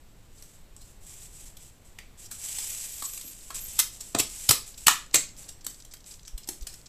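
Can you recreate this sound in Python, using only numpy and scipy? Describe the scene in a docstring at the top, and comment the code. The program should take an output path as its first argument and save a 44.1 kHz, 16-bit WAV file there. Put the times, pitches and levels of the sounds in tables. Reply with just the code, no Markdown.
"""In a small room, over a table, a knife in a hard plastic holder is handled close to the microphone. Fingers
rub, scrape and tick on the plastic, and the knife knocks inside it, over a quiet room rumble. The cord hisses
through the fingers, creaking and squeaking thinly as it pulls tight. Then the holder is swung on the cord and
clacks hard six times, the knife bouncing inside. Light handling follows, and two puffs of air from the swinging
holder reach the microphone."""
import sys
import numpy as np
from scipy import signal
from scipy.fft import rfft, irfft, next_fast_len
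from scipy.io import wavfile
from scipy.ndimage import uniform_filter1d

SR = 44100
rng = np.random.default_rng(int(sys.argv[2]) if len(sys.argv) > 2 else 0)


def generate_wav(signal):
    """Clip the signal to [-1, 1] and save it as 16-bit WAV at the path in sys.argv[1]."""
    frames = np.transpose(np.atleast_2d(signal))
    scaled = np.clip(frames, -1, 1) * 32767
    pcm = np.round(scaled).astype(np.int16)
    wavfile.write(sys.argv[1], SR, pcm)


N = 303408


def undb(db):
    """Turn decibels into a number to multiply by."""
    return 10 ** (np.asarray(db) / 20)


def unit(x):
    """Scale a signal to an average power of 1."""
    return x / np.sqrt(np.mean(x ** 2))


def along(points, hz):
    """Read between (frequency [Hz], value) points, with octaves evenly spaced."""
    f, value = np.transpose(points)
    return np.interp(np.log(hz + 1), np.log(f), value)


def colour(x, points):
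    """Shape the tone along (frequency [Hz], level [dB]) points; white noise keeps its power."""
    size = next_fast_len(2 * len(x))
    gain = unit(undb(along(points, np.fft.rfftfreq(size, 1 / SR))))
    # these three lines make the filter ring only after a sound, never before it
    cepstrum = irfft(np.log(gain), size)
    cepstrum[1:size // 2] *= 2
    cepstrum[size // 2 + 1:] = 0
    return irfft(rfft(x, size) * np.exp(rfft(cepstrum)), size)[:len(x)]


def band(x, hz, width_hz):
    """A resonance: it lets one pitch through and weakens the rest."""
    return signal.lfilter(*signal.iirpeak(min(hz, SR / 2 - 1), hz / width_hz, fs=SR), x)


def wander(turns_per_s):
    """A random curve that drifts about 1 either side of zero."""
    step = int(SR / turns_per_s)
    stairs = np.repeat(rng.standard_normal(N // step + 1), step)
    return unit(uniform_filter1d(stairs, step))[:N]


def add(track, s, x):
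    """Mix x into the track, starting at s seconds."""
    i = int(s * SR)
    track[i:i + len(x)] += x[:N - i]


# how long the room echoes; a "t60" is the time to fade by 60 dB (frequency [Hz], t60 [s])
ROOM_FADE = [(200, 0.33), (800, 0.25), (2500, 0.31), (7000, 0.3), (14000, 0.22)]
def room(x, early_db, early_t60, tail_db, gap_s=0.00066):
    """Add quick echoes and a short tail; each spot over the table has its own echo pattern."""
    t = np.arange(SR // 3) / SR
    hz = np.fft.rfftfreq(len(t), 1 / SR)
    noise = rfft(rng.standard_normal(len(t)))
    centres, t60s = np.transpose(ROOM_FADE)
    tail = 0
    for t60, pick in zip(t60s, np.eye(len(centres))):  # each band fades at its own speed
        share = along(np.column_stack([centres, pick]), hz)
        tail = tail + irfft(noise * share, len(t)) * undb(-60 * t / t60)
    early = rng.standard_normal(len(t)) * undb(-60 * t / early_t60)
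    echo = undb(early_db) * early / np.linalg.norm(early) + undb(tail_db) * tail / np.linalg.norm(tail)
    echo *= 1 - np.exp(-t / gap_s)
    echo[0] = 1  # the direct sound
    return signal.fftconvolve(x, echo)


def contact(lead_s, rise_ms, fade_ms, bass_db, mid_db, treble_db, hollow_hz, hollow_db, hollow_q=5):
    """Plastic chatters for a moment when touched, and one hollow resonance stands out."""
    ms = 1000 * (np.arange(SR // 9) / SR - lead_s)
    force = np.exp(np.minimum(ms / rise_ms, -ms / fade_ms))
    chatter = force * rng.choice([-1, 1], len(ms))
    tone = [(40, bass_db - 24), (140, bass_db - 1), (300, bass_db + 2.5), (500, bass_db - 2.5),
            (850, (bass_db + mid_db) / 2 + 0.5), (1800, mid_db - 1),
            (3800, -3.5), (7000, -1), (12000, treble_db)]
    blow = colour(chatter, tone)
    return blow + (undb(hollow_db) - 1) * band(blow, hollow_hz, hollow_hz / hollow_q)


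def strike(blows, early_db, early_t60, tail_db, lead_s=0.03):
    """Play rows of (time [s], level [dB], contact settings), each from its own spot in the room."""
    track = np.zeros(N)
    for s, db, *settings in blows:
        blow = contact(lead_s, *settings)
        add(track, s - lead_s, undb(db) * room(blow, early_db, early_t60, tail_db))
    return track


# tone of the quiet room (frequency [Hz], relative level [dB])
RUMBLE_TONE = [(10, 4.5), (30, 4.5), (65, -6), (110, -8), (250, -17), (600, -22.5), (1300, -28.5),
               (4000, -32), (8000, -39), (14000, -31)]
def rumble(level_db=-51, waver_db=1):
    """The room rumbles low, with a faint hiss."""
    noise = unit(colour(rng.standard_normal(N), RUMBLE_TONE))
    return noise * undb(level_db + waver_db * wander(3.2))


def stroke(start_s, length_s, rise_s, fade_s=0.044):
    """The strength of one sliding move: it speeds up, holds and dies away."""
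    t = np.arange(N) / SR - start_s
    return np.clip(t / rise_s, 0, 1) * np.exp(-np.maximum(t - length_s, 0) / fade_s)


# short strokes of fingers and cord over the plastic (start [s], length [s], relative level [dB])
STROKES = [(0.292, 0.26, -57.5), (0.80, 0.11, -56), (0.993, .26, -47), (1.28, 0.19, -48.5),
           (1.576, .09, -51.5), (1.843, 0.03, -56), (2.169, 0.068, -47.5), (2.307, 0.022, -39),
           (3.122, 0.041, -43.5), (3.273, 0.031, -44), (3.539, 0.024, -33.5), (3.603, 0.16, -41),
           (3.919, 0.019, -44), (4.002, .11, -48), (4.24, .24, -38.5), (4.655, 0.033, -43.5),
           (4.753, 0.095, -46.5), (5.358, 0.069, -46), (5.672, 0.12, -55), (6.046, 0.073, -46.5),
           (6.50, .03, -48), (6.672, 0.12, -53.5)]
def rubbing(grip_db=-69, pull_db=-35, pull_start_s=2.37, steady_s=0.35, sag_db_per_s=19.5):
    """How hard things rub: a hand that never quite rests, short strokes and one long pull of the cord."""
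    slowing_s = np.maximum(np.arange(N) / SR - pull_start_s - steady_s, 0)
    pull = undb(pull_db - sag_db_per_s * slowing_s) * stroke(pull_start_s, length_s=1.4, rise_s=0.071)
    stroke_power = sum((undb(db) * stroke(s, length, rise_s=0.39 * length)) ** 2
                       for s, length, db in STROKES)
    return np.sqrt(undb(grip_db) ** 2 + pull ** 2 + stroke_power)


# tone of the sliding cord (frequency [Hz], relative level [dB])
SLIDE_TONE = [(150, -29), (600, -8), (1400, -8.5), (2600, 1.5), (4500, 0.5), (6000, 6.5), (10000, 10),
              (14000, 5)]
def sliding(gain_db=-5, slips_per_s=14000, spread_db=1.2, catches_per_s=120, catch_db=1.3):
    """Fibres of the cord catch and slip: tiny clicks that blur into a slightly uneven hiss."""
    sizes = rng.standard_normal(N) * undb(spread_db * rng.exponential(size=N))
    slips = (rng.random(N) < slips_per_s / SR) * sizes
    hiss = unit(colour(slips, SLIDE_TONE))
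    return hiss * rubbing() * undb(gain_db + catch_db * wander(catches_per_s))


# a fingertip drags over the plastic (time [s], relative level [dB], swell [ms], pitch [Hz])
SCRAPES = [(0.385, -58, 10, 4670), (0.818, -50.5, 8.1, 4470), (2.262, -48, 16, 5570),
           (3.055, -35.5, 12, 7450)]
def scrapes(fade_ms=8.3, bass_db=-18, mid_db=-18, treble_db=0, hollow_db=9.5):
    """Chatter builds up around one bright pitch until the finger slips off."""
    drags = [(s, db, swell_ms, fade_ms, bass_db, mid_db, treble_db, hz, hollow_db)
             for s, db, swell_ms, hz in SCRAPES]
    return strike(drags, early_db=0, early_t60=0.021, tail_db=-7)


# cord and fingernails tap the plastic (time [s], relative level [dB], fade [ms])
TICKS = [(0.424, -33.5, 0.93), (0.765, -37, 0.8), (1.570, -42, 4), (2.586, -27, 3.3), (3.135, -34, 2),
         (3.176, -31, 2), (3.546, -31.5, 1.6), (4.008, -34.5, 5.8), (4.779, -39.5, 5.9), (5.49, -34, 3),
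         (5.647, -39.5, 4.9), (5.850, -39, 1.5), (6.072, -47.5, 2), (6.279, -26.5, 0.49),
         (6.379, -33.5, 2.9), (6.623, -38, 1.2), (6.67, -27.5, 2.4), (6.740, -38.5, 2.2)]
def ticks(gain_db=-2.5, rise_share=0.47, bass_db=-13.5, mid_db=-10, treble_db=0,
          hollow_hz=5500, hollow_db=1):
    """Light, bright taps, too soft to make the knife ring."""
    taps = [(s, db, rise_share * fade_ms, fade_ms, bass_db, mid_db, treble_db, hollow_hz, hollow_db)
            for s, db, fade_ms in TICKS]
    return undb(gain_db) * strike(taps, early_db=5, early_t60=0.0165, tail_db=1)


# the knife shifts (time [s], relative level [dB], fade [ms], hollow pitch [Hz], hollow boost [dB])
KNOCKS = [(1.988, -40.5, 2.4, 2160, 30), (2.313, -34.5, 10.6, 1310, 14.5), (3.024, -23.5, 3, 1100, 15),
          (3.213, -32.5, 2.2, 3060, 9), (3.241, -49, 23, 264, 33), (3.505, -39, 6.3, 1220, 33),
          (5.667, -19.5, 1.5, 253, 13), (5.938, -33.5, 3.8, 1550, 12), (6.475, -35.5, 7.8, 800, 10),
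          (6.489, -21, 3.4, 379, 19.5)]
def knocks(gain_db=1, rise_ms=0.95, bass_db=-8.5, mid_db=-11, treble_db=4.5):
    """The knife nudges the holder; the grip decides which hollow note answers."""
    nudges = [(s, db, rise_ms, fade_ms, bass_db, mid_db, treble_db, hz, hollow_db)
              for s, db, fade_ms, hz, hollow_db in KNOCKS]
    return undb(gain_db) * strike(nudges, early_db=-6, early_t60=0.014, tail_db=-4)


# how often the cord creaks (time [s], rate [creaks per s])
CREAK_RATE = [(2.3, 0), (3.1, 13), (4.5, 8), (5.3, 24), (6.88, 19)]
def creaks(level_db=-54.5, spread_db=3, centre_hz=5400, width_hz=1900, rise_s=0.002):
    """The loaded cord sticks and lets go in short scratches, each at its own pitch."""
    track, t = np.zeros(N), np.arange(SR // 20) / SR
    rate = np.interp(np.arange(N) / SR, *np.transpose(CREAK_RATE))
    starts = np.flatnonzero(rng.random(N) < rate / SR) / SR
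    for s, (size, pitch, stretch) in zip(starts, rng.uniform(-1, 1, (len(starts), 3))):
        age = t / (rise_s * 2 ** stretch)  # 1 at the loudest moment
        scratch = unit(band(rng.standard_normal(len(t)), centre_hz * 1.2 ** pitch, width_hz))
        add(track, s, undb(level_db + spread_db * size) * age * np.exp(1 - age) * scratch)
    return track


# thin squeaks of the cord (middle [s], length [s], relative level [dB])
SQUEAKS = [(2.7, 0.066, -44), (2.902, 0.21, -47), (3.113, 0.16, -42), (3.278, 0.073, -41.5),
           (3.635, 0.093, -39.5), (3.743, .05, -49)]
def squeaks(gain_db=-2.5, pitch_hz=12540, width_hz=200):
    """The tight cord sets off one narrow, very high resonance in short swells."""
    t = np.arange(N) / SR
    swell = sum(undb(db) * np.exp(-(2 * (t - s) / length) ** 2) for s, length, db in SQUEAKS)
    whistle = band(band(rng.standard_normal(N), pitch_hz, width_hz), pitch_hz, width_hz)
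    return undb(gain_db) * swell * unit(whistle)


def cord(gain_db=4):
    """The running cord slides, creaks and squeaks, with a little room echo."""
    running = sliding() + creaks() + squeaks()
    return undb(gain_db) * room(running, early_db=-14, early_t60=0.06, tail_db=-11)[:N]


# the swung holder clacks and the knife bounces in it
# (time [s], relative level [dB], bass [dB], mids [dB], treble [dB], hollow pitch [Hz],
#  hollow boost [dB], bounce delay [ms], bounce level [dB], bounce hollow pitch [Hz])
CLACKS = [(3.792, -6.5, -22.5, -14, 6.5, 1180, 16.5, 8.2, -13.5, 3570),
          (4.150, -20, 6.5, -0.5, -11, 664, 7, 12, -40, 1260),
          (4.188, -17.5, -9, -17, 1, 2400, -1, 13, -16.5, 2320),
          (4.493, -2, -7.5, -10.5, 4, 3730, 8, 18, -2.5, 2530),
          (4.870, -4, -11, -4, 0.5, 2900, 10.5, 13, -3.5, 1420),
          (5.145, -8, -8, -14, -2, 2300, 12, 13.1, -18, 7550)]
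def clack_blows(rise_ms=1.3, fade_ms=1.5, bounce_rise_ms=1, bounce_fade_ms=0.76, bounce_hollow_db=7):
    """Each clack is a bright blow and a fuller, duller bounce; a weaker bounce lasts longer."""
    for s, db, bass, mid, treble, hz, hollow_db, delay_ms, bounce_db, bounce_hz in CLACKS:
        yield s, db, rise_ms, fade_ms, bass, mid, treble, hz, hollow_db
        stretch = min(2 ** (-bounce_db / 5.5), 6.4)  # doubles for every 5.5 dB weaker, up to a limit
        yield (s + delay_ms / 1000, bounce_db, bounce_rise_ms * stretch, bounce_fade_ms * stretch,
               bass + 1, mid + 7, treble - 2, bounce_hz, bounce_hollow_db)


# the notes at which holder and knife ring (pitch [Hz], relative level [dB], t60 [s])
RING_NOTES = [(1278, -7, .13), (1572, -3, .16), (2094, 4, .13), (2490, 1, .15), (3140, 1, .14),
              (3690, 1, .13), (4070, 0, .14), (4700, -3, .14), (5240, -2, .15), (6470, 1, .15),
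              (7127, -1, .11), (7990, -4, .13), (8680, -3, .13), (11600, -4, .1)]
def clacks(gain_db=2.18, ring_db=-22):
    """The hard blows echo in the room and leave a faint ring in holder and knife."""
    blows = undb(gain_db) * strike(clack_blows(), early_db=-5, early_t60=0.04, tail_db=-5.5)
    t = np.arange(SR // 2) / SR
    ring = sum(undb(db - 60 * t / t60) * np.sin(2 * np.pi * hz * t) for hz, db, t60 in RING_NOTES)
    ringing = signal.fftconvolve(blows, ring / np.linalg.norm(ring))[:N]
    return blows + undb(ring_db) * ringing


# dull jolts as the swing is stopped (time [s], level [dB], pitch [Hz])
JOLTS = [(4.152, -30.5, 113), (4.198, -34.5, 107), (4.497, -21, 116), (5.144, -38, 110)]
def jolts(t60=0.075):
    """The weight of the knife lands with a low note that dies quickly."""
    track, t = np.zeros(N), np.arange(SR // 3) / SR
    for s, db, hz in JOLTS:
        add(track, s, undb(db - 60 * t / t60) * np.sin(2 * np.pi * hz * t))
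    return track


# puffs of air from the swinging holder (time [s], level [dB], width [ms])
PUFFS = [(6.349, -30.5, 5.7), (6.627, -31, 6)]
def puffs():
    """Air pushes on the microphone and then pulls back."""
    track = np.zeros(N)
    for s, db, width_ms in PUFFS:
        offset = (np.arange(N) / SR - s) * 1000 / width_ms  # widths from the middle of the puff
        track -= undb(db) * offset * np.exp((1 - offset ** 2) / 2)
    return track


def scene():
    """Handling and blows over the quiet room, in one channel."""
    return (rumble() + cord() + scrapes() + ticks() + knocks() + clacks() + jolts() + puffs())[None]


# the microphone's sound opening rings in the treble (frequency [Hz], relative level [dB])
MIC_TONE = [(6400, 0), (6900, 1.5), (7350, 4.5), (8150, 7), (8800, -5)]
def record(dry, top_hz=14400, ceiling=0.78):
    """The microphone colours the treble; the loudest peaks are rounded and the highest sounds cut."""
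    top_cut = signal.ellip(10, 0.2, 85, top_hz, fs=SR, output="sos")
    bright = signal.sosfilt(top_cut, colour(dry[0], MIC_TONE))
    rounded = ceiling * np.tanh(bright / ceiling)
    return signal.sosfiltfilt(top_cut, rounded)[None]


dry = scene()
out = record(dry)
generate_wav(out)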